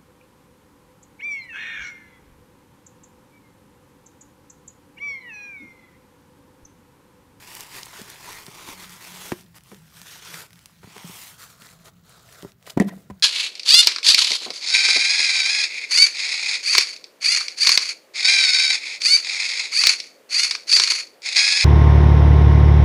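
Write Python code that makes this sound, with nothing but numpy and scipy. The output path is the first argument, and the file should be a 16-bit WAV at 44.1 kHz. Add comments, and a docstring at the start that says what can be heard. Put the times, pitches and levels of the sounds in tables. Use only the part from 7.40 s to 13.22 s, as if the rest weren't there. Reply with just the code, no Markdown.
"""In a small room, close by, hands pull a paper-wrapped bundle out of a cardboard box on a wooden table.
Paper slides and crinkles (coloured random slips, resonant ticks); the box is tipped and its liner shifts.
The empty box is put down with a sharp double knock and a hand lands on the table (damped modes struck
by force pulses); the landed box judders and its flaps buzz. A wavering low sine hums in swells,
over sparse room reflections and a quiet tone of filtered noise."""
import sys
import numpy as np
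from scipy import signal
from scipy.fft import rfft, irfft
from scipy.io import wavfile
from scipy.ndimage import map_coordinates

SR = 44100
rng = np.random.default_rng(int(sys.argv[2]) if len(sys.argv) > 2 else 0)


def pcm_store(signal):
    """Save signal as 16-bit PCM."""
    levels = np.round(np.clip(np.atleast_2d(signal), -1, 1) * 32767)
    wavfile.write(sys.argv[1], SR, levels.astype(np.int16).T)


N = 256826
TIME = np.arange(N) / SR  # s
FREQS = np.fft.rfftfreq(N, 1 / SR)  # Hz

# Strokes of the hands that slide paper over cardboard. Each row: start in seconds, length in seconds,
# relative level in dB, fizz of the fine fibres in dB, hollow tone of the walls in dB (both re the level).
STROKES = [(0.058, 0.23, -45.5, -3, -3.5), (0.293, 0.15, -41.5, -5, -5), (0.485, 0.2, -45.5, -6.5, -4.5),
           (0.65, 0.15, -48.5, -12, -2), (0.8, 0.24, -42.5, -6.5, -2.5), (1.08, 0.26, -47.5, -8, -2.5),
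           (1.235, 0.13, -42, -6.5, -2.5), (1.364, 0.11, -44, -6, -5), (1.475, 0.11, -48, -4, -22),
           (1.586, 0.3, -45, -5.5, -8), (1.767, 0.19, -43.5, -3.5, -6), (1.942, 0.1, -54, -2, -24),
           (2.146, 0.042, -50, -2.5, -2.5), (2.229, 0.17, -57.5, -3, -4), (2.515, 0.17, -51, -5, -9),
           (2.634, 0.18, -42.5, -9.5, -10), (2.757, 0.28, -42, -13.5, -8.5), (2.868, 0.21, -44, -4.5, -3),
           (3.08, 0.23, -65, -8, -18), (3.418, 0.47, -48, -11.5, -2), (3.603, 0.38, -45.5, -1.4, -5),
           (3.974, 0.11, -45, -3, -13.5), (4.057, 0.105, -55, -2, -16), (4.167, 0.2, -51.5, -4.5, -11),
           (4.438, 0.067, -51.5, -5, -3.5), (4.622, 0.25, -54, -11, -8.5), (4.822, 0.28, -54.5, -3.5, -5.5),
           (5.248, 0.088, -49.5, -1.5, -5), (5.467, 0.035, -46, -10, -6), (5.49, 0.17, -66.5, 3.5, -16)]
STROKE_ARCH = 0.93  # power of the half sine that shapes the speed of a stroke
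# Light rubbing between strokes while the hands keep hold. Each row: time in seconds, relative level in dB.
CONTACT = [(0, -50), (0.3, -50), (1.9, -50), (2.08, -66.5), (2.5, -61), (3.35, -63), (4.42, -60),
           (4.53, -70.5), (5.09, -56), (5.15, -81), (5.24, -62.5), (5.82, -71)]
CONTACT_FIZZ_DB, CONTACT_HOLLOW_DB = -6, -4  # re the contact level
# Colours of the rubbing: deep in the box, as the bundle comes free, as the box is dragged, and held tipped.
# Each row: frequency in Hz, relative density in dB per Hz.
INSIDE_COLOUR = [(150, -16), (250, -12), (392, -4.5), (443, -8.5), (708, -10), (967, -2), (1130, -5),
                 (1600, -7.5), (2150, -6), (2840, -9), (4610, -9.5), (5030, -9.5), (13100, -13),
                 (14700, -14), (15800, -20)]
BUNDLE_COLOUR = [(150, -49), (250, -29), (292, -9), (492, -6), (918, -11), (1040, -8), (1440, 0),
                 (2150, -7.5), (2840, -9), (3620, -7.5), (14500, -10), (15800, -22)]
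DRAGGED_COLOUR = [(150, -38), (250, -8.5), (443, -9.5), (518, -9.5), (984, -1.5), (1690, -5), (3320, -2.5),
                  (4770, -6), (7240, -5.5), (14700, -8.5), (15800, -13)]
TIPPED_COLOUR = [(150, -14), (250, -6), (366, -2.5), (451, 5.5), (585, 1), (660, 7), (842, -3.5),
                 (1300, 4.5), (2890, -10.5), (3740, -3.5), (6090, -7), (7240, -4.5), (9230, -9),
                 (14500, -9.5), (15800, -16)]

# Crinkle level in dB at the ordinary rubbing level in dB, and its growth in dB per dB of rubbing.
CRINKLE_DB, ORDINARY_DB, CRINKLE_GROWTH = -52.5, -45, 0.78
# The loudest creases snapping over. Each row: time in seconds, relative level in dB, centre in Hz.
SNAPS = [(0.151, -14, 10700), (0.1684, -22, 4000), (0.2068, -12.5, 7000), (0.4304, -26, 4430),
         (0.4578, -19, 9000), (0.616, -19, 4740), (0.7, -20, 7000), (1.065, -18, 3640), (2.0084, -31, 3620),
         (2.183, -30, 1980), (2.2075, -35, 3000), (2.2358, -32, 7260), (2.345, -28, 2000),
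         (2.6157, -20, 3200), (2.942, -16, 2167), (3.1058, -32, 2366), (3.1304, -28.5, 2870),
         (3.157, -32, 3190), (3.191, -30.5, 2940), (3.2577, -20.5, 4330), (3.5655, -30, 1900),
         (3.58, -20, 1790), (4.22, -24, 2200), (4.457, -32, 3920), (5.024, -21, 3500), (5.119, -32.5, 3500),
         (5.226, -33.5, 2060), (5.421, -25, 6000), (5.465, -39, 3000), (5.5652, -39, 2500),
         (5.797, -35, 5000)]
# Short skids of a cardboard or paper edge.
# Each row: start in seconds, length in seconds, level in dB, centre in Hz, sharpness as Q.
SKIDS = [(0.4316, 0.0025, -31.5, 4630, 8.2), (0.466, 0.0059, -42, 1150, 1.3),
         (0.528, 0.013, -46, 1000, 2.5), (0.589, 0.017, -46.5, 434, 2.7), (0.7016, 0.003, -42.5, 6500, 0.6),
         (0.872, 0.028, -43, 960, 12), (2.143, 0.008, -54.5, 1200, 0.5), (2.317, 0.022, -46.5, 425, 12),
         (2.94, 0.007, -37.5, 2200, 2.6), (3.426, 0.027, -52, 690, 0.62), (3.551, 0.024, -50.5, 380, 4.1),
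         (3.558, 0.011, -44.5, 1040, 3.2), (4.217, 0.0089, -51.5, 2500, 0.43),
         (4.456, 0.0042, -51.5, 4500, 0.5), (4.923, 0.008, -48, 3500, 0.4),
         (5.264, 0.0093, -45, 2500, 0.66), (5.272, 0.0087, -40.5, 675, 1),
         (5.296, 0.013, -37.5, 3800, 0.89), (5.398, 0.0059, -32, 6500, 2.9),
         (5.481, 0.015, -41.5, 905, 1.6), (5.484, 0.042, -51.5, 1910, 27), (5.516, 0.028, -48, 690, 10),
         (5.702, 0.011, -44.5, 920, 2.9)]

# Blows on box and table. Each row: start in seconds, relative thump level in dB, thump pitch in Hz,
# thump t60 in seconds, relative clack level of the panels in dB, contact time in ms.
KNOCKS = [(0.614, -27, 211, 0.033, -58, 0.4), (1.081, -37, 146, 0.037, -35, 0.57),
          (1.287, -26, 260, 0.024, -40.5, 1.1), (1.9197, -17, 357, 0.058, -14, 0.26),
          (1.921, -11.5, 220, 0.017, -21.5, 0.082), (2.317, -35, 194, 0.14, -33, 0.27),
          (3.433, -46, 302, .04, -41, 0.32), (3.443, -33, 107, 0.046, -39.5, 0.93),
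          (3.474, -34, 183, 0.04, -42.5, 0.49), (3.566, -40, 350, 0.025, -31, 0.1),
          (3.644, -32, 169.3, 0.18, -37.5, 0.55), (3.696, -36, 120, 0.033, -37, 0.81),
          (4.22, -44, 200, 0.058, -42, 0.13), (5.031, -41, 240, 0.037, -32, 1.2),
          (5.0485, -17, 164, 0.023, -27.5, 1.4), (5.3664, -16.5, 139, 0.036, -60, 3.4),
          (5.3734, 5.5, 243, 0.016, -16, 0.94), (5.377, -14, 703, 0.028, -21, 0.23),
          (5.4006, 1.5, 199.6, 0.061, -11.5, 1.02), (5.446, -27, 297, 0.037, -29, 2.2),
          (5.7006, -27.5, 193, 0.13, -28.5, 0.74), (5.707, -31.5, 80, 0.11, -39.5, 0.67)]
TICK_DB = -18.5  # surface tick, re the clack column
# Modes of the cardboard panels. Each row: frequency in Hz, relative strength in dB, t60 in seconds.
PANEL_MODES = [(175, 7.5, 0.028), (286, -9.5, 0.035), (344, -18, 0.033), (392, -1.5, 0.053),
               (572, -9.5, 0.054), (700, -2.5, 0.015), (949, 3.5, 0.015), (1360, 2, 0.0065),
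               (1810, 3.5, 0.012), (2250, -20, 0.016), (2820, -18, 0.017)]
# The hard corner of the box striking the table.
# One row: start in seconds, relative level in dB, frequency in Hz, t60 in seconds.
CORNER = (5.3993, -5.5, 1910, .012)

# Judders of the landed box as it rocks. Each row: start in seconds, length in seconds, level in dB.
JUDDERS = [(5.415, 0.05, -31), (5.451, 0.04, -24), (5.522, 0.035, -37.5), (5.559, 0.02, -38.5)]
JUDDER_HZ, JUDDER_WAVER = 204, .054  # mean pitch, rms waver as a fraction
# Buzz of the flaps, a hard part and a loose part. Each row: relative starting level in dB, t60 in seconds.
FLAPS = [(-19, 0.075), (-38, 0.52)]
LANDED_S = 5.408  # the buzz starts here
# Colour of the buzz. Each row: frequency in Hz, relative density in dB per Hz.
BUZZ_COLOUR = [(100, -38), (330, 11.5), (520, 2), (700, -1), (850, -9), (1050, -13), (1500, -29),
               (1900, -5), (2200, -16), (2500, -20), (15000, -47)]

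# Swells of the low hum. Each row: start in seconds, length in seconds, level in dB before the mix.
HUM_SWELLS = [(1.33, 0.26, -48.5), (1.63, 0.28, -50), (1.95, 0.24, -51), (2.356, 0.14, -52),
              (2.52, 0.15, -55), (2.872, 0.19, -49), (3.105, 0.09, -55), (3.31, 0.14, -56),
              (4.29, 0.18, -55.5), (4.494, 0.19, -57)]
HUM_STEADY_DB = -65  # constant part under the swells, before the mix
HUM_HIGH_HZ, HUM_LOW_HZ, HUM_SAG_S, HUM_SAG_LENGTH_S = 180, 165, 2.1, .15

# Decay of the room. Each row: frequency in Hz, t60 in seconds.
ROOM_DECAY = [(80, 1), (200, 0.39), (600, 0.41), (2000, 0.27), (6000, 0.08), (15000, 0.23)]
# Colour of the room tone. Each row: frequency in Hz, relative density in dB per Hz.
FLOOR_COLOUR = [(25, -34), (45, -1.5), (75, 1), (120, 7.5), (200, 0), (400, -16.5), (1000, -23),
                (3000, -26.5), (8000, -40), (16000, -23)]
FLOOR_DB = -59  # rms of the room tone
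EDGE_HZ = 15750  # upper band limit


def amp(db):
    """Definition of the decibel: 20 dB is a factor of ten in amplitude."""
    return 10 ** (np.asarray(db) / 20)


def unit(x):
    """Normalisation: scales a signal to rms 1."""
    return x / np.sqrt(np.mean(x ** 2) + 1e-20)


def read(points, hz):
    """Interpolation of a spectrum table on a logarithmic frequency axis."""
    f, value = np.transpose(points)
    return np.interp(np.log(hz + 1), np.log(f + 1), value)


def follow(rows):
    """Linear interpolation of the columns of a curve table at every sample."""
    s, *columns = np.transpose(rows)
    return [np.interp(TIME, s, c) for c in columns]


def add(mix, s, sound):
    """Superposition: mixes a sound in, in place, from time s."""
    part = mix[max(round(s * SR), 0):][:len(sound)]
    part += sound[:len(part)]


def arch(t, start, length):
    """Half-sine pulse: rises and falls over length, silent outside."""
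    return np.sin(np.pi * np.clip((t - start) / length, 0, 1)).clip(0)


def tint(x, spectrum):
    """Linear filtering: weights the spectrum of x by a table, at rms 1."""
    return unit(irfft(rfft(x) * amp(read(spectrum, FREQS)), N))


def resonate(x, hz, q):
    """Damped resonance: passes a band around hz, no broader than a floor on Q allows."""
    hz = min(hz, .4 * SR)
    b, a = signal.iirpeak(hz, max(q, 3 * hz / SR), fs=SR)
    return signal.lfilter(b, a, x)


def ring(t, hz, t60):
    """Free vibration: a struck mode falls by 60 dB in t60."""
    return np.sin(2 * np.pi * hz * t) * 1000 ** (-t / t60)


def wander(rate_hz):
    """Slow random fluctuation: low-passed noise at rms 1."""
    return unit(irfft(rfft(rng.standard_normal(N)) / (1 + (FREQS / rate_hz) ** 2), N))


def slips(per_s, spread_db):
    """Stick-slip as a random pulse train: most slips small, a few large."""
    size = amp(spread_db * np.minimum(rng.exponential(1, N), 5))
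    happens = rng.random(N) < per_s / SR
    return size * rng.choice([-1., 1.], N) * happens


def sliding():
    """Friction follows speed: powers of strokes and light contact add, for walls, sheet and fibres."""
    offsets_db = np.array([[CONTACT_HOLLOW_DB], [0], [CONTACT_FIZZ_DB]])
    power = amp(follow(CONTACT)[0] + offsets_db) ** 2
    for s, length, db, fizz_db, hollow_db in STROKES:
        speed = arch(np.arange(0, length, 1 / SR), 0, length) ** STROKE_ARCH
        for band, colour_db in zip(power, (hollow_db, 0, fizz_db)):
            add(band, s, (amp(db + colour_db) * speed) ** 2)
    return np.sqrt(power)


def rubbing(hollow, level, fizz):
    """Dry friction: countless fibre slips, coloured by what slides on what, in three bands."""
    drive = slips(per_s=14000, spread_db=3.0) * amp(1.3 * wander(rate_hz=53))
    colours = [INSIDE_COLOUR, BUNDLE_COLOUR, DRAGGED_COLOUR, TIPPED_COLOUR]
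    stage = np.interp(TIME, [1.8, 2.5, 3.2, 3.5, 3.9, 4.0], [0, 1, 1, 2, 2, 3])
    blend = np.zeros(N)
    for k, colour in enumerate(colours):
        share = np.sqrt(np.clip(1 - abs(stage - k), 0, 1))  # equal-power crossfade
        blend += share * tint(np.roll(drive, 999 * k), colour)  # shifted, so that the colours are unrelated
    spectrum = rfft(blend)
    low = 1 / (1 + (FREQS / 1400) ** 6)
    high = 1 - 1 / (1 + (FREQS / 7000) ** 6)
    walls = unit(irfft(spectrum * low, N))
    sheet = unit(irfft(spectrum * (1 - low - high), N))
    fibres = unit(irfft(spectrum * high, N))
    return amp(-0.54) * hollow * walls + amp(-2.01) * level * sheet + fizz * fibres


def reflect(x, gain, delay_ms, sway):
    """Comb interference: adds the reflection off a nearby flap whose distance sways."""
    delay = delay_ms * SR / 1000 * np.exp(sway * wander(rate_hz=1.2))  # samples
    echo = map_coordinates(x, [np.arange(N) - delay], order=3)
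    return (x + gain * echo) / np.hypot(1, gain)


def crinkling(level):
    """Buckling: small wrinkles pop in clumps; each patch of sheet has its own pitch and busy moments."""
    clumps = amp(2.6 * wander(rate_hz=18))
    patches = np.zeros(N)
    for hz in np.geomspace(900, 12000, num=12):
        rate = 28 * clumps * amp(5 * wander(rate_hz=9))
        patches += unit(resonate(slips(per_s=rate, spread_db=3), hz, q=4))
    growth = (level / amp(ORDINARY_DB)) ** CRINKLE_GROWTH
    return amp(CRINKLE_DB) * growth * unit(patches)


def snaps():
    """Snap-through: a crease flips with one sharp tick, and the sheet shivers for a few milliseconds."""
    out, t = np.zeros(N), np.arange(1024) / SR
    for s, db, hz in SNAPS:
        tick = resonate(signal.unit_impulse(len(t)), hz, q=1.0)
        shiver = resonate(rng.standard_normal(len(t)), hz, q=0.21)
        add(out, s + .001, amp(db - 3.5) * tick / abs(tick).max())
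        add(out, s + 0.0003, amp(db - 21.5) * unit(shiver) * np.exp(-t / 0.0026))
    return out


def skids():
    """Friction drives a resonance: an edge scrapes with a gritty rasp, sometimes close to a squeak."""
    out, grit = np.zeros(N), unit(slips(per_s=11000, spread_db=1.0))
    for s, length, db, hz, q in SKIDS:
        stroke = resonate(grit[round(s * SR):][:round(length * SR)], hz, q)
        add(out, s, amp(db) * unit(stroke * signal.windows.tukey(len(stroke), .5)))
    return out


def knocks():
    """Impact: a blow thumps, ticks at the surface and rings the panels as far as its contact time allows."""
    out, t = np.zeros(N), np.arange(SR // 3) / SR
    displacement = sum(amp(db) * ring(t, hz, t60) / hz for hz, db, t60 in PANEL_MODES)
    panels = np.gradient(displacement)  # the walls radiate by their speed
    for s, thump_db, hz, t60, clack_db, contact_ms in KNOCKS:
        u = 4000 * t / contact_ms  # the force peaks at a quarter of the contact time
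        chatter = amp(-24) * rng.standard_normal(len(t)) * np.exp(-t / 0.0072)  # loose flaps touch again and again
        touches = signal.unit_impulse(len(t)) + chatter
        force = signal.fftconvolve(touches, u * np.exp(-u))[:len(t)]
        clack = signal.fftconvolve(panels, force)[:len(t)]
        thump = -ring(t, hz, t60) * (1 - np.exp(-t / 0.0015))
        tick = resonate(rng.standard_normal(len(t)), 4500, q=.7) * np.exp(-t / .0035)
        add(out, s, amp(thump_db) * thump)
        add(out, s, amp(clack_db + 2.0) * clack / abs(clack).max())
        add(out, s, amp(clack_db + TICK_DB) * tick)
    s, db, hz, t60 = CORNER
    add(out, s, amp(db) * ring(t, hz, t60) * (1 - np.exp(-t / .0009)))
    return signal.sosfilt(signal.butter(2, 65, "high", fs=SR, output="sos"), out)


def rocking():
    """Rocking and rattle: the landed box judders at a wavering low pitch while its flaps' buzz decays."""
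    turns = np.cumsum(JUDDER_HZ * (1 + JUDDER_WAVER * wander(rate_hz=57))) / SR
    shudder = sum(amp(db) * arch(TIME, s, length) for s, length, db in JUDDERS)
    judder = shudder * np.sqrt(2) * np.sin(2 * np.pi * turns)
    since = np.maximum(TIME - LANDED_S, 0)
    decay = sum(amp(db) * 1000 ** (-since / t60) for db, t60 in FLAPS) * (since > 0)
    flicker = amp(2.8 * wander(rate_hz=130))
    return judder + decay * flicker * tint(rng.standard_normal(N), BUZZ_COLOUR)


def hum():
    """Frequency and amplitude modulation: a soft low sine swells, sags once in pitch and wavers."""
    sag = (1 - np.tanh((TIME - HUM_SAG_S) / HUM_SAG_LENGTH_S)) / 2
    hz = HUM_LOW_HZ + (HUM_HIGH_HZ - HUM_LOW_HZ) * sag
    turns = np.cumsum(hz * (1 + 0.0524 * wander(rate_hz=30.4))) / SR
    level = amp(HUM_STEADY_DB) + sum(amp(db) * arch(TIME, s, length) for s, length, db in HUM_SWELLS)
    flutter_db = 2.5 * wander(rate_hz=25)
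    return level * amp(flutter_db) * np.sqrt(2) * np.sin(2 * np.pi * turns)


def room(x):
    """Reverberation: sparse reflections, each band dying at its own speed."""
    late = np.arange(SR) > .005 * SR  # nothing in the first 5 ms
    taps = rng.choice([-1., 1.], SR) * (rng.random(SR) < 3000 / SR) * late
    hz, t, bands = signal.stft(taps, SR, nperseg=256)
    decay = 1000 ** (-t / read(ROOM_DECAY, hz)[:, None])
    tail = signal.istft(bands * decay, SR, nperseg=256)[1]
    return signal.fftconvolve(x, tail / np.linalg.norm(tail))[:N]


def room_tone():
    """Stationary background: noise filtered to a mostly low colour."""
    return amp(FLOOR_DB) * tint(rng.standard_normal(N), FLOOR_COLOUR)


def scene():
    """Superposition of paper, box, hum, their room and its tone; the hum adds no reflections."""
    hollow, level, fizz = sliding()
    rustle = rubbing(hollow, level, fizz)
    rustle = reflect(rustle, gain=.24, delay_ms=.4, sway=.25)
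    rustle = reflect(rustle, gain=.2, delay_ms=1.1, sway=.2)
    paper = rustle + crinkling(level) + snaps() + skids()
    box = knocks() + rocking()
    reflections = room(amp(-15.5) * paper + amp(-23.0) * box)
    return (paper + box + amp(-4.0) * hum() + reflections + room_tone())[None]


def record(dry):
    """Band limitation: a linear-phase low-pass removes what lies above the upper edge."""
    lowpass = signal.firwin(511, EDGE_HZ, window=("kaiser", 9), fs=SR)
    return signal.oaconvolve(dry, lowpass[None], "same")


dry = scene()
out = record(dry)
pcm_store(out)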